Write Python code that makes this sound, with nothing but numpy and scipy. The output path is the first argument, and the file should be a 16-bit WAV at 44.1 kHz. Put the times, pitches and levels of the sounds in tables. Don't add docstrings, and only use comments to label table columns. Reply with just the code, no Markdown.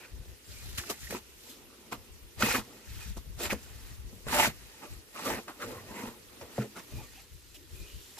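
import sys
import numpy as np
from scipy import signal
from scipy.io import wavfile
from scipy.ndimage import uniform_filter1d

SR = 44100
rng = np.random.default_rng(int(sys.argv[2]) if len(sys.argv) > 2 else 0)


def log_audio(samples):
    frames = np.atleast_2d(samples).T
    limited = np.clip(frames, -1, 1)
    pcm = np.round(limited * 32767).astype(np.int16)
    wavfile.write(sys.argv[1], SR, pcm)


def ratio_of_db(decibels):
    return 10 ** (np.asarray(decibels, float) / 20)


N = 361179

# frequency in Hz, level in dB per Hz.
HUSH_SPECTRUM = [(35, -30), (60, -23), (91, 2), (166, -11.5), (381, -0.5), (695, -16), (1010, -9.5),
                 (1360, -15), (2710, -11), (6530, -13), (8420, -15.5), (13400, -14.5), (15000, -15)]
# time in seconds, level in dB.
FACING = [(0, -1.5), (1.3, 0.5), (1.602, -0.5), (5.05, 0), (6.9, 2), (7.2, -5), (7.62, -4.5), (7.75, 0.5),
          (8.19, 0.5)]
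# frequency in Hz, left-right correlation.
FAR_ALIKE = [(60, 0.11), (240, 0.88), (950, -0.32), (3770, -0.83), (15000, -0.66)]
# frequency in Hz, left-right correlation.
NEAR_ALIKE = [(120, 0.8), (290, 0.95), (640, 0.78), (1400, 0.42), (3100, 0.5), (5000, 0.25), (15000, 0.2)]
# frequency in Hz, left minus right in dB.
SIDES = [(60, 0), (240, 0.5), (950, -1.3), (3770, -1.6), (15000, 1)]

# start in seconds, hold in seconds, level in dB.
GUSTS = [(0.131, 0.071, -42), (0.28, 0.027, -46.5), (0.492, .26, -45), (.84, 0.13, -57), (1.017, 0.11, -46),
         (1.19, 0.21, -58), (1.6, 0.08, -59), (1.933, 0.091, -56.5), (2.116, 0.049, -48),
         (2.23, 0.047, -48), (2.378, 0.23, -54), (2.7, 0.15, -68), (2.886, 0.22, -47), (3.18, .04, -47),
         (3.26, 0.089, -44), (3.43, 0.11, -42), (3.61, 0.32, -46.5), (3.986, 0.11, -47.5),
         (4.163, 0.5, -49), (4.553, 0.14, -55), (4.904, 0.062, -49), (5.28, 0.09, -53), (5.46, 0.69, -66),
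         (6.277, 0.031, -56), (6.943, 0.099, -44), (7.093, 0.14, -53), (7.323, 0.07, -52),
         (7.436, 0.25, -53), (7.713, 0.17, -51), (7.946, 0.021, -36.5)]
# start in seconds, hold in seconds, level in dB.
EDDIES = [(0.136, 0.019, -42), (0.197, 0.016, -43), (0.28, 0.018, -46), (0.322, 0.013, -49.5),
          (0.495, 0.02, -50), (0.637, 0.018, -46), (0.67, 0.028, -43), (0.733, 0.017, -43.5),
          (0.782, 0.024, -47), (1.032, 0.023, -46), (1.142, 0.016, -54), (1.982, 0.024, -53),
          (2.106, 0.014, -51.5), (2.23, 0.014, -49.5), (2.38, 0.026, -44), (2.42, 0.017, -47),
          (2.443, 0.018, -49), (2.484, 0.032, -44), (2.538, 0.02, -54), (2.589, 0.016, -45),
          (2.884, 0.018, -45.5), (2.915, 0.023, -42.5), (2.971, 0.017, -41), (3.03, 0.022, -52),
          (3.063, 0.017, -40), (3.101, 0.017, -36), (3.171, 0.014, -37.5), (3.27, 0.026, -44.5),
          (3.304, 0.013, -42), (3.352, 0.032, -43.5), (3.464, 0.02, -42), (3.529, 0.021, -38),
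          (3.706, 0.014, -48), (3.756, 0.015, -46), (3.838, 0.016, -44), (3.916, 0.024, -44.5),
          (3.992, 0.017, -42), (4.05, 0.022, -40.5), (4.128, 0.026, -50), (4.269, 0.016, -39),
          (4.303, 0.016, -49), (4.329, 0.019, -49), (4.354, 0.019, -42), (4.401, 0.033, -45),
          (4.473, 0.016, -42), (4.625, 0.015, -58), (4.907, 0.018, -44), (4.92, 0.013, -46),
          (4.968, 0.02, -47), (5.295, 0.021, -50), (5.339, 0.017, -47), (5.673, 0.036, -55),
          (5.895, 0.03, -52), (6.072, 0.016, -54), (6.427, 0.017, -53), (6.933, 0.021, -41.5),
          (6.967, 0.022, -39), (7.325, 0.032, -48), (7.73, 0.014, -42.5), (7.807, 0.02, -41)]
# frequency in Hz, level in dB per Hz.
BUFFET = [(13, -37), (22, -5), (49, 5.5), (70, 6.5), (105, -4), (162, -19), (200, 0.5), (260, -47),
          (440, -120)]

# frequency in Hz, width in Hz, level in dB.
TUB_MODES = [(120.5, 16, 3.5), (212.3, 61, 5), (258, 22, -1), (350, 21, -3.5), (472, 81, -2)]
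# frequency in Hz, width in Hz, level in dB.
BLADE_MODES = [(591.8, 10.2, 3.5), (869, 57, -6), (1163, 5.6, 1.5), (1270, 6.4, -12), (1470, 5.5, -14),
               (1850, 62, 2), (2200, 160, -8), (2483, 16, 11), (3050, 13, -17.5)]
# frequency in Hz, width in Hz, level in dB.
THIN_EDGE_MODES = [(3610, 92, -2), (4136, 65, -3), (4880, 34, 5), (5510, 52, -1), (6283, 50, 0),
                   (6900, 59, 0.5), (7480, 200, 3.5)]
# frequency in Hz, level in dB per Hz.
GRIND = [(59, -43), (100, -29), (212, -12), (313, -2.5), (468, -9.5), (866, -3), (1040, -3), (1890, -3.5),
         (3600, -3), (4680, -44), (7920, -120)]
# frequency in Hz, level in dB per Hz.
SAND = [(1880, -31), (3200, -6), (5620, -5.5), (7130, -6), (8890, -10.5), (13900, -7), (15000, -13)]

# time in seconds, peak in dB, frequency in Hz, T60 in seconds.
THUDS = [(0.784, -28, 90, 0.074), (0.907, -28.5, 294, 0.044), (1.147, -26.5, 366, 0.088),
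         (1.924, -32.5, 221, 0.2), (2.433, -13, 223, 0.1), (2.551, -20.5, 258, 0.099),
         (2.582, -22.5, 218, 0.12), (3.171, -26, 326, 0.033), (3.563, -33, 260, .06),
         (4.13, -37, 232, 0.058), (3.525, -19.5, 204, 0.095), (4.266, -26, 104, 0.063),
         (4.329, -24.5, 236, 0.11), (4.475, -24, 211, 0.06), (4.483, -26, 150, .1), (1.135, -34, 150, .1),
         (5.263, -27.5, 260, 0.27), (5.649, -38, 227, 0.11), (5.676, -34, 250, .1),
         (5.724, -33, 332, 0.088), (5.909, -35, 220, .08), (6.037, -24, 230, 0.12), (6.084, -34, 229, 0.13),
         (6.412, -43, 113, 0.2), (6.581, -22, 524, .03), (6.584, -19, 290, .04), (6.588, -17.5, 125, 0.16),
         (6.593, -23, 204, 0.15), (6.936, -29.5, 118, 0.13), (7.714, -51, 80, 0.13)]
# time in seconds, peak in dB, ring in Hz, crack re peak in dB, T60 in seconds.
KNOCKS = [(0.781, -22, 2580, -22, 0.036), (0.795, -29, 1640, -14, 0.04), (0.835, -33, 1400, -9, 0.079),
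          (0.899, -27.5, 633, -3, 0.031), (1.106, -28, 2020, 2, 0.059), (1.123, -25.5, 495, -18, 0.09),
          (1.147, -28, 830, -17, 0.051), (1.924, -39, 403, -8, 0.069), (1.925, -28, 1010, -12, 0.035),
          (2.404, -29, 600, -12, 0.08), (2.422, -8, 1270, -26, 0.074), (2.425, -19, 2500, -20, .03),
          (5.48, -38, 1900, -10, .06), (3.169, -37.5, 560, -6, 0.04), (3.502, -31, 2400, -15, 0.06),
          (3.528, -21.5, 494, -1, 0.074), (4.266, -30, 450, -20, 0.059), (4.282, -31, 2600, -12, .03),
          (4.327, -29, 1100, -7, 0.063), (4.395, -19, 840, -14, .05), (4.424, -21, 895, -14, .05),
          (4.445, -15.5, 780, -12, 0.035), (4.454, -15, 1500, -9, 0.047), (2.484, -28, 700, -10, .04),
          (2.512, -24, 1500, -12, .04), (2.547, -18, 1320, -12, .04), (3.392, -39, 460, -15, .03),
          (3.455, -25, 2600, -8, .03), (5.159, -35, 536, -15, .04), (5.192, -28, 1010, -15, .04),
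          (5.3, -25, 824, -8, 0.058), (5.381, -35, 476, -15, .05), (5.252, -29, 523, 0, 0.024),
          (5.479, -31, 1190, -11, 0.19), (5.621, -26.5, 1330, -12, 0.11), (6.411, -34.5, 474, -23, 0.25),
          (8.169, -43, 2000, -5, 0.045)]
# start in seconds, length in seconds, frequency in Hz, # width in Hz, level in dB.
RASPS = [(0, 0.063, 2440, 350, -53.5), (0, 0.086, 1480, 199, -61), (0.534, 0.089, 2300, 250, -58.5),
         (1.028, 0.025, 1850, 250, -52), (1.069, 0.011, 1940, 200, -43), (5.15, 0.064, 1160, 250, -48.5),
         (5.62, 0.26, 93, 49.5, -53), (5.25, 0.06, 520, 200, -39), (5.31, .09, 480, 150, -46),
         (5.273, .12, 1830, 500, -42.5), (3.501, 0.014, 2500, 500, -33), (3.503, .014, 1900, 500, -35),
         (5.949, 0.092, 2120, 400, -50), (6.58, 0.013, 520, 300, -30), (6.588, 0.083, 373, 263, -43.5),
         (7.699, 0.23, 342, 194, -62), (5.6, 0.042, 1350, 600, -44), (5.6, 0.18, 472, 89, -46.5),
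         (5.86, 0.23, 474, 90, -52.5), (5.883, 0.23, 935, 200, -49.5), (5.74, .055, 1060, 150, -53),
         (5.763, 0.051, 1930, 250, -57), (1.488, 0.056, 246, 60, -57.5), (6.596, .04, 1380, 200, -49.5),
         (6.745, .065, 170, 50, -54), (7.165, .05, 745, 150, -62), (8.17, .03, 750, 300, -53.5),
         (5.31, 0.031, 1900, 200, -41), (6.749, 0.042, 1370, 200, -51), (6.94, 0.09, 2450, 150, -60),
         (7.02, .05, 2300, 500, -61), (6.982, 0.048, 855, 150, -54.5), (7.141, 0.076, 2500, 900, -59),
         (7.543, 0.03, 2890, 800, -53), (7.73, 0.19, 2470, 150, -61), (7.862, 0.094, 2890, 600, -58.5),
         (7.932, 0.14, 3050, 350, -65), (7.56, .1, 330, 120, -60)]
# start in seconds, hold in seconds, stones on the edge in dB,
# load on the blade in dB, sandiness in dB.
BITES = [(1.112, 0.056, -47.5, 1.5, 3.5), (2.408, .04, -38, 0.5, 3.5), (2.452, .048, -35.5, -0.5, 0.5),
         (2.507, 0.023, -32, -9, -1), (2.543, 0.025, -33.5, -1.5, 0.5), (2.58, 0.015, -46.5, 3, 4),
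         (3.405, 0.019, -45.5, 3.5, 7.5), (3.435, 0.029, -37.5, -2, 0.5), (4.285, .015, -39, 0, -4),
         (4.305, .015, -43, 1, 2), (4.329, .025, -32, -1, 1), (4.368, 0.033, -31.5, -3.5, 2.5),
         (4.394, 0.051, -29, -3.5, -1), (4.443, 0.027, -31, -4.5, -1.5), (4.83, 0.023, -52.5, 2.5, -4),
         (5.15, 0.074, -50.5, 0, -0.5), (5.222, .02, -50, -3, 0), (5.258, 0.046, -42.5, 3.5, 4),
         (5.305, 0.033, -41.5, 3, -6), (5.376, 0.0098, -50, 5, -20), (5.605, 0.036, -51, 4, 2),
         (6.572, 0.062, -51.5, -11, -1), (6.77, 0.027, -51.5, 3.5, 2)]
# start in seconds, hold in seconds,
# stones on the edge in dB, load on the blade in dB, sandiness in dB.
SLIDES = [(.01, 0.05, -57.5, -3.5, 0), (.29, 0.022, -65.5, -13, 3), (.52, 0.23, -59, -5.5, 8.5),
          (.81, 0.11, -53, -3.5, 4.5), (1.02, 0.096, -56, -13, 7.5), (1.42, 0.036, -68, -15, 10),
          (1.5, 0.015, -61.5, -20, 11.5), (.12, 0.21, -80.5, 8.5, 5), (1.48, 0.6, -73, 5, -16),
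          (2.65, 0.16, -63.5, 1.5, 4), (2.9, 0.2, -58, -8.5, 5.5), (3.58, .35, -60.5, -4, 4.5),
          (4.1, 0.27, -79, 8.5, 17), (4.55, 0.26, -61.5, -4.5, 3), (4.9, 0.042, -62.5, -1, 7.5),
          (5.24, 0.12, -51.5, -0.5, 6), (5.66, 0.062, -52.5, 1, 0), (5.775, .02, -58.5, 2, 2.5),
          (5.83, .04, -66, 5, 2), (5.89, 0.03, -59, 2, 1), (5.96, .03, -51, -4, -2),
          (5.995, 0.08, -51, 1.5, 1), (6.17, 0.016, -81, 11.5, -3), (6.31, .08, -68, 3, -3),
          (6.44, .05, -66, 4, 0), (6.53, 0.1, -59, 0, 3.5), (3.02, .03, -55, -10, 3),
          (6.92, .13, -62, 1.5, 6.5), (7.14, 0.079, -62, -4, 6.5), (7.3, 0.33, -72, -9, 11.5),
          (7.75, 0.56, -67, -21, 11)]
# start in seconds, hold in seconds,
# stones on the edge in dB, load on the blade in dB, sandiness in dB.
SPLATS = [(.781, 0.0051, -36, -9, 2.5), (.901, 0.0047, -40, 3, 7), (1.925, 0.005, -41.5, 4.5, 1),
          (3.17, 0.0099, -60.5, 7, 12), (3.502, 0.025, -36.5, -4, -2), (5.481, 0.023, -53.5, 6, -2),
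          (6.411, 0.015, -54.5, 0.5, 0), (7.545, 0.0097, -61, -8, 9), (8.185, .02, -54, -1.5, 9)]
# edge, blade body, sand and tub wall, all in dB.
SETTLING = (-71, -85, -79.5, -79.5)
# time in seconds,
# delay of the right port in samples.
RIGHT_LAG = [(0, 2), (.45, 2), (.55, -4), (1.4, -4), (1.6, 2), (4.0, 2), (4.15, 5), (6.3, 4), (7.0, 0)]


def rms_one(x):
    return x / np.sqrt(np.mean(x ** 2) + 1e-20)


def power_of(db):
    return ratio_of_db(2 * np.asarray(db))


def at_hz(points, hz):
    points_hz, values = np.transpose(points)
    return np.interp(np.log(hz), np.log(points_hz), values)


def over_time(points):
    return np.interp(np.arange(N) / SR, *np.transpose(points))


def drift(rate):
    step = 40
    r = np.exp(-2 * step * np.pi * rate / SR)
    noise = rng.standard_normal(N // step + 2002)
    slow = signal.lfilter([1], [1, -2 * r, r * r], noise)[2000:]
    return np.interp(np.arange(N) / step, np.arange(len(slow)), rms_one(slow))


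def resonate(x, hz, width_hz):
    r = np.exp(-np.pi * width_hz / SR)
    poles = [1, -2 * r * np.cos(2 * np.pi * hz / SR), r * r]
    return signal.lfilter([(1 - r * r) / 2, 0, (r * r - 1) / 2], poles, x)


def add(out, s, sound):
    at = round(s * SR)
    out[:, at:at + sound.shape[-1]] += sound[..., :N - at]


def coloured(source, spectrum, alike_by_hz, low_hz, high_hz, patchy_db, modes=(), modes_db=0):
    edges = np.geomspace(low_hz, high_hz, int(2.5 * np.log2(high_hz / low_hz)) + 2)
    bands = []  # (Hz, extra dB, mid and side signals)
    for k, (low, high) in enumerate(zip(edges, edges[1:])):
        band_pass = signal.butter(2, [low, high], "band", fs=SR, output="sos")
        bands.append((np.sqrt(low * high), 0, signal.sosfilt(band_pass, source[k % 2])))
    for k, (hz, width_hz, db) in enumerate(modes):
        mode_db = modes_db + db + 4.0 * drift(6.8)
        bands.append((hz, mode_db, resonate(source[k % 2], hz, width_hz)))
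    out = 0
    for hz, extra_db, (mid, side) in bands:
        alike = np.clip(at_hz(alike_by_hz, hz), 0, 1)
        gain = ratio_of_db(at_hz(spectrum, hz) + extra_db + patchy_db * drift(23.0))
        mid = gain * np.sqrt(1 + alike) * mid
        side = gain * np.sqrt(1 - alike) * side
        balance = ratio_of_db(at_hz(SIDES, hz) * np.array([[.5], [-.5]]))
        out = out + balance * np.array([mid + side, mid - side])
    return rms_one(out)


def swells(rows, levels_db, rise_db_per_s, fall_db_per_s):
    t = np.arange(0, N + 64, 64) / SR
    start, hold = np.array(rows)[:, :2, None].transpose(1, 0, 2)
    rise_db = -rise_db_per_s * np.maximum(start - t, 0)
    fall_db = -fall_db_per_s * np.maximum(t - start - hold, 0)
    powers = power_of(levels_db) @ power_of(rise_db + fall_db)
    return np.array([np.interp(np.arange(N) / SR, t, p) for p in powers])


def open_air():
    noise = rng.standard_normal((2, 2, N))
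    hush = coloured(noise, HUSH_SPECTRUM, FAR_ALIKE, 58.4, 15130, patchy_db=1.6)
    return ratio_of_db(-57.5 + 1.5 + over_time(FACING)) * hush


def wind():
    calm_db, between_eddies_db = -67, -5.5
    gusts_db, eddies_db = np.transpose(GUSTS)[-1:], np.transpose(EDDIES)[-1:]
    puffs = swells(GUSTS, gusts_db + between_eddies_db, rise_db_per_s=602, fall_db_per_s=330)
    puffs = puffs + power_of(calm_db)
    puffs = puffs + swells(EDDIES, eddies_db, rise_db_per_s=700, fall_db_per_s=502)
    noise = rng.standard_normal((2, 2, N))
    swirls = coloured(noise, BUFFET, [(30, 0.078), (150, 0.039)], 34.1, 196.2, patchy_db=1.5)
    swirls = swirls / np.sqrt(uniform_filter1d(swirls ** 2, size=900) + .05)
    exposure = ratio_of_db(np.array([[3.0], [-2.5]]))
    return np.sqrt(puffs) * exposure * swirls


def thuds():
    out, t = np.zeros((2, N)), np.arange(14000) / SR
    for s, peak_db, hz, t60 in THUDS:
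        width_hz = np.log(1000) / np.pi / max(t60, .02)
        push = np.sin(np.pi * np.clip(t * hz * 3.6, 0, 1)) ** 2
        swing = 3.1 * resonate(push, hz, width_hz)
        for tub_hz, _, db in TUB_MODES:
            swing += ratio_of_db(db + rng.normal(0, 1.8)) * resonate(push, tub_hz, 0.6 * width_hz)
        add(out, s, ratio_of_db(peak_db - 5.0) * swing / np.abs(swing).max())
    return out


def grit(count):
    noise = rng.standard_normal((3, count))
    return noise[0] + 0.38 * noise[1:]


def knocks():
    out, t = np.zeros((2, N)), np.arange(6000) / SR
    treble = signal.butter(2, 3500, "high", fs=SR, output="sos")
    for s, peak_db, hz, crack_db, t60 in KNOCKS:
        fall = ratio_of_db(-60 * t / max(t60, .008)) + 2.5 * ratio_of_db(-60 * t / .015)
        spray = grit(len(t)) * fall * np.minimum(t / 0.0029, 1)
        ring = resonate(resonate(spray, hz, .4 * hz), hz, hz)
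        ring = ring + .3 * resonate(spray, 1.3 * hz, 1.6 * hz)
        crack = signal.sosfilt(treble, spray)
        blow = ring / np.abs(ring).max() + ratio_of_db(crack_db) * crack / np.abs(crack).max()
        add(out, s, ratio_of_db(peak_db - 1.5) * blow)
    return out


def rasps():
    out, t = np.zeros((2, N)), np.arange(12000) / SR
    for s, length, hz, width_hz, level_db in RASPS:
        swell = np.sin(np.pi * np.clip(t / length, 0, 1)) ** 0.38
        drag = resonate(grit(len(t)), hz, width_hz)
        drag = resonate(resonate(drag, hz, 2 * width_hz), hz, 2 * width_hz)
        add(out, s, ratio_of_db(level_db) * swell * rms_one(drag))
    return out


def grains(per_s, spread_db, clump_db):
    born = rng.random((4, N)) < per_s * ratio_of_db(clump_db * drift(40.0)) / SR
    spread = ratio_of_db(spread_db * np.minimum(rng.exponential(1, N), 3.0))
    sizes = spread * rng.standard_normal((4, N))
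    return rms_one(born * sizes + 1e-9).reshape(2, 2, N)


def contact(rows, tub_db, rise_db_per_s, fall_db_per_s):
    edge, load, sandy = np.transpose(rows)[2:]
    wall = edge + tub_db + 1.7 * load
    return swells(rows, (edge, edge + load, edge + sandy, wall), rise_db_per_s, fall_db_per_s)


def scraping():
    power = contact(BITES, tub_db=-2, rise_db_per_s=713, fall_db_per_s=467)
    power = power + power_of(SETTLING)[:, None]
    power = power + contact(SPLATS, tub_db=-2.5, rise_db_per_s=1800, fall_db_per_s=552)
    power = power + contact(SLIDES, tub_db=3, rise_db_per_s=145, fall_db_per_s=185)
    stones = grains(2800.0, spread_db=3.0, clump_db=1.2)
    edge = coloured(stones, GRIND, NEAR_ALIKE, 1240, 2830, patchy_db=1.5,
                    modes=BLADE_MODES[4:], modes_db=-4.0)
    body = coloured(stones, GRIND, NEAR_ALIKE, 574, 1370, patchy_db=3.5,
                    modes=BLADE_MODES[:4], modes_db=7.0)
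    tub = coloured(stones, GRIND, NEAR_ALIKE, 145.0, 577, patchy_db=2.5, modes=TUB_MODES, modes_db=2.5)
    fine = grains(5500.0, spread_db=1.5, clump_db=1.5)
    sand = coloured(fine, SAND, NEAR_ALIKE, 2840, 14600, patchy_db=1.56,
                    modes=THIN_EDGE_MODES, modes_db=-2.0)
    return sum(np.sqrt(p) * layer for p, layer in zip(power, (edge, body, sand, tub)))


def scene():
    background = open_air() + wind()
    work = thuds() + knocks() + rasps() + scraping()
    lag = over_time(RIGHT_LAG).round().astype(int)
    work[1] = work[1][np.clip(np.arange(N) - lag, 0, N - 1)]
    return background + work


def roll_off(x):
    return signal.sosfilt(signal.butter(12, 14660, fs=SR, output="sos"), x)


def record(dry):
    top_cut = signal.ellip(12, .1, 70, 14560, fs=SR, output="sos")
    mix = signal.sosfilt(top_cut, dry)
    return roll_off(mix)


dry = scene()
out = record(dry)
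log_audio(out)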